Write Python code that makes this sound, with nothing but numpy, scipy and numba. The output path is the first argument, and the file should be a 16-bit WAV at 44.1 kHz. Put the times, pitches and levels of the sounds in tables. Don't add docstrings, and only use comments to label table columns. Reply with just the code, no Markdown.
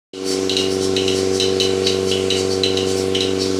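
import sys
import numpy as np
from scipy import signal
from scipy.io import wavfile
from scipy.ndimage import uniform_filter1d, minimum_filter1d
from numba import njit

SR = 44100
rng = np.random.default_rng(int(sys.argv[2]) if len(sys.argv) > 2 else 0)


def convert_level_to_amplitude(level_db):
    exponent = np.asarray(level_db, float) / 20
    return 10 ** exponent


def materialize(psi):
    bounded = np.clip(np.atleast_2d(psi).T, -1, 1)
    quanta = np.round(bounded * 32767).astype(np.int16)
    wavfile.write(sys.argv[1], SR, quanta)


N = 158319
T = np.arange(N) / SR


def level(x, db):
    return x * convert_level_to_amplitude(db) / np.sqrt(np.mean(x ** 2))


def band(x, hz, width):
    return signal.lfilter(*signal.iirpeak(hz, hz / width, SR), x)


def ring(x, hz, width, outer_width):
    return band(band(x, hz, width), hz, outer_width)


def noise():
    return rng.standard_normal(N)


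def walk(rate):
    hold = int(SR / rate)
    steps = np.repeat(rng.standard_normal(N // hold + 1), hold)
    return 1.3 * uniform_filter1d(uniform_filter1d(steps, hold), hold)[:N]


def curve(points):
    return np.interp(T, *np.array(points).T)


# multiple of the shaft speed, level in dB.
SHAFT_MULTIPLES = [(1, -43), (2, -38.5), (3, -36.5), (4, -8.5), (5, -28.5), (6, -23.5), (7, -22), (8, -9),
                   (9, -16.5), (10, -18.5), (11, -16.5), (12, -5), (13, -17), (14, -21.5), (15, -37.5),
                   (16, 2), (17, -27.5), (18, -11.5), (19, -18.5), (20, -3.5), (21, -36.5), (22, -23),
                   (23, -24.5), (24, -29), (25, -29), (26, -49), (27, -43), (28, -17), (29, -31.5),
                   (30, -80)]
# time in seconds, tilt in dB.
STANDING_WAVE_TILT = [
    (.2, -2.5),
    (.65, -1),
    (1.1, 0),
    (1.6, 1.5),
    (2.6, 1.5),
    (3.1, 1),
    (3.3, 0),
    (3.59, -1.5),
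]
# pitch in Hz, width in Hz, level in dB.
CASING_RINGS = [(620, 50, -3), (880, 220, -13), (1057, 50, 3.5), (1108, 80, -3.5), (1355.5, 65, -1.5),
                (1511, 20, 1)]


def pump():
    shaft_hz, stroke_s = 23.766, .0116
    vanes, main = 4, 16
    turn = 2 * np.pi * shaft_hz * (T - stroke_s)
    tilt = curve(STANDING_WAVE_TILT)
    throb = 0
    for k, db in list(SHAFT_MULTIPLES) + [(2 * main, -18.5)]:
        lag = 1.6 * (k % vanes > 0 and k < main - vanes)
        tilted = abs(k - main) <= vanes + 1 or k > main + vanes
        lean = tilt * np.sign(k - main) * tilted
        throb = throb - convert_level_to_amplitude(db + lean + 0.8 * walk(2.17)) * np.cos(k * turn - lag)

    size = int(SR / shaft_hz)
    place = turn / (2 * np.pi) % 1 * size
    each_turn = np.interp(place, np.arange(size), rng.standard_normal(size))
    shake = each_turn + 0.72 * noise()
    clatter = 0
    for hz, width, db in CASING_RINGS:
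        clatter = clatter + convert_level_to_amplitude(db + 0.55 * walk(4.02)) * ring(shake, hz, width, 2 * width)
    return level(throb, -20.5) + level(clatter, -42.5)


# pitch in Hz, level in dB per Hz.
HISS_TONE = [(470, -36), (800, -25.5), (1210, -15), (1500, -9.5), (1610, -13.5), (2210, -5.5), (5240, -5),
             (8120, -12.5), (16000, -47)]


def air():
    hz, db = np.array(HISS_TONE).T
    hiss = 0
    for f in 900 * 2 ** (np.arange(13) / 3):
        tone_db = np.interp(np.log(f), np.log(hz), db)
        hiss = hiss + convert_level_to_amplitude(tone_db + 2.6 * walk(9.22)) * ring(noise(), f, f / 3, f / 2)
    rumble = ring(noise(), 314, 595, 680)
    deep = ring(noise(), 40, 40, 50)
    return level(hiss, -34) + level(rumble, -37) + level(deep, -59)


# start in seconds, peak level in dB, low ring against high ring in dB, rattle level in dB.
VALVE_CLAPS = [(0.4953, -3.5, -2.5, -15), (0.5671, -3.5, -0.5, -11.5), (0.9647, -11, 1.5, -9.5),
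               (1.0794, -9, 0.5, -3), (1.3992, -5.5, -3, -6.5), (1.6003, -4.5, -2, -7.5),
               (1.8687, -7.5, -0.5, -7), (2.1141, -9.5, 7.5, -6.5), (2.3032, -5, -4, -8.5),
               (2.6349, -3.5, -0.5, -10), (2.7721, -9.5, 1, -6.5), (3.1477, -9.5, 2.5, 1),
               (3.2066, -7.5, 0, -8)]
FIRST_CLAP = (.05, -5, 5, 5)
# pitch in Hz, width in Hz, level in dB.
HOUSING_RINGS = [(2233, 225, -14), (2755, 170, -13.5), (2852, 55, -5), (3005, 88, 1.5), (3252, 136, -5.5),
                 (3460, 260, -7), (3863, 164, -4), (4005, 120, 2), (4246, 410, -6.5), (5200, 1100, -5.5),
                 (5860, 520, -16.5), (7900, 630, -15.5), (10200, 5200, -22)]


def valves():
    split_hz, edge_hz = 3400, 4800
    knock_s, rattle_s, tail_s = 0.0037, 0.024, 0.058
    out, n = np.zeros(N), int(.4 * SR)
    t = np.arange(n) / SR
    strike = convert_level_to_amplitude(20.5) * (t == 0)
    shiver = np.exp(-t / rattle_s) + convert_level_to_amplitude(-7) * np.exp(-t / tail_s)
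    for start, peak_db, low_db, rattle_db in [FIRST_CLAP] + list(VALVE_CLAPS):
        luck = rng.standard_normal(len(HOUSING_RINGS))
        grit = rng.standard_normal(n)
        knock = strike + convert_level_to_amplitude(-1) * np.exp(-t / knock_s) * grit
        rattle = convert_level_to_amplitude(rattle_db) * shiver * grit
        mostly_rattle = convert_level_to_amplitude(-7) * knock + rattle
        mostly_knock = knock + convert_level_to_amplitude(-5) * rattle
        hit = 0
        for (hz, width, db), chance in zip(HOUSING_RINGS, luck):
            push = mostly_knock if split_hz < hz < edge_hz else mostly_rattle
            gain = convert_level_to_amplitude(db + 1.46 * chance + low_db * (hz < split_hz)) / np.sqrt(width)
            hit = hit + gain * ring(push, hz, width, 4 * width)
        i = int(start * SR)
        out[i:i + n] += convert_level_to_amplitude(peak_db) * hit[:N - i] / np.abs(hit).max()
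    return out


# time of the peak in seconds, level in dB, extra treble in dB.
AIR_RUSHES = [(.28, -30, 6.5), (.33, -30.5, 0), (.73, -31.5, 3), (0.839, -28, -1), (1.18, -30, 4),
              (1.36, -28.5, -3), (1.63, -31, 2.5), (1.87, -30, -3), (2.098, -28, 1), (2.39, -28.5, -6),
              (2.53, -30.5, 2), (2.9, -29, -2.5), (2.99, -29, 3), (3.22, -38, 0), (3.429, -25, -3)]
# pitch in Hz, width in Hz, level in dB.
INLET_RINGS = [(3090, 190, -9.5), (4003, 250, -4.5), (4520, 200, 0.5), (4976, 310, -5.5), (5395, 260, -1),
               (5950, 340, -3.5), (7000, 2600, -2.5), (7860, 540, -13), (9150, 2100, -9.5),
               (14000, 4000, -21)]


def puffs():
    rise_s, fall_s = 0.032, 0.039
    body, treble = 0, 0
    for peak_s, db, treble_db in AIR_RUSHES:
        swell = np.exp(-((T - peak_s) / np.where(T < peak_s, rise_s, fall_s)) ** 2)
        body = body + convert_level_to_amplitude(db) * swell
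        treble = treble + convert_level_to_amplitude(db + treble_db) * swell
    out = 0
    for hz, width, db in INLET_RINGS:
        swells = treble if hz > 7500 else body
        flutter = convert_level_to_amplitude(db - 6 + 2.95 * walk(25))
        out = out + swells * flutter * level(ring(noise(), hz, width, 2 * width), 0)
    return out


@njit
def walls(x, lags, gain, damp):
    line, soft, out = np.zeros((8, 4096)), np.zeros(8), np.zeros(len(x))
    for i in range(len(x)):
        total = 0.
        for k in range(8):
            soft[k] += (1 - damp) * (gain[k] * line[k, (i - lags[k]) & 4095] - soft[k])
            total += soft[k]
            out[i] += soft[k] * (1 - 2 * (k % 2))
        for k in range(8):
            line[k, i & 4095] = x[i] + soft[k] - total / 4
    return out


def scene():
    claps = valves()
    near = claps + puffs()
    lags = np.array([701, 887, 1093, 1327, 1597, 1871, 2203, 2579])
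    fade_s = 0.4
    room = walls(near, lags, convert_level_to_amplitude(-60 * lags / SR / fade_s), 0.15)
    mid = near + convert_level_to_amplitude(-11.5) * room + pump() + air()
    high_pass = signal.butter(8, 5000, "high", fs=SR, output="sos")
    side = convert_level_to_amplitude(-23.5) * signal.sosfiltfilt(high_pass, claps)
    return np.array([mid + side, mid - side])


# time in seconds, bass gain in dB.
BASS_RETURN = [
    (.13, -10),
    (.37, -9),
    (.42, -4.5),
    (.9, -0.5),
    (1.5, -1),
]


def bass_cut(x):
    bass = signal.filtfilt(*signal.butter(2, 233, fs=SR), x)
    return x + (convert_level_to_amplitude(curve(BASS_RETURN)) - 1) * bass


# time in seconds, gain in dB.
GAIN_SETTLING = [
    (.13, -10),
    (.2, -5),
    (.26, -1),
    (.31, 2),
    (.6, 2),
    (1., 1.5),
]


def wake_up(x):
    start_s, fade_s = .132, 0.0056
    return x * convert_level_to_amplitude(curve(GAIN_SETTLING)) * np.clip((T - start_s) / fade_s, 0, 1)


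def limiter(x):
    limit_db, release_s = -3.5, 0.027
    k = int(release_s * SR)
    loudest = np.abs(x).max(axis=0) + 1e-9
    gain = minimum_filter1d(np.minimum(1, convert_level_to_amplitude(limit_db) / loudest), k)
    return x * uniform_filter1d(gain, k)


def band_limit(x):
    return signal.sosfilt(signal.butter(12, 15850, fs=SR, output="sos"), x)


def record(dry):
    x = bass_cut(dry)
    x = signal.lfilter(*signal.butter(2, 13500, fs=SR), x)
    mix = limiter(wake_up(x))
    return band_limit(mix)


dry = scene()
out = record(dry)
materialize(out)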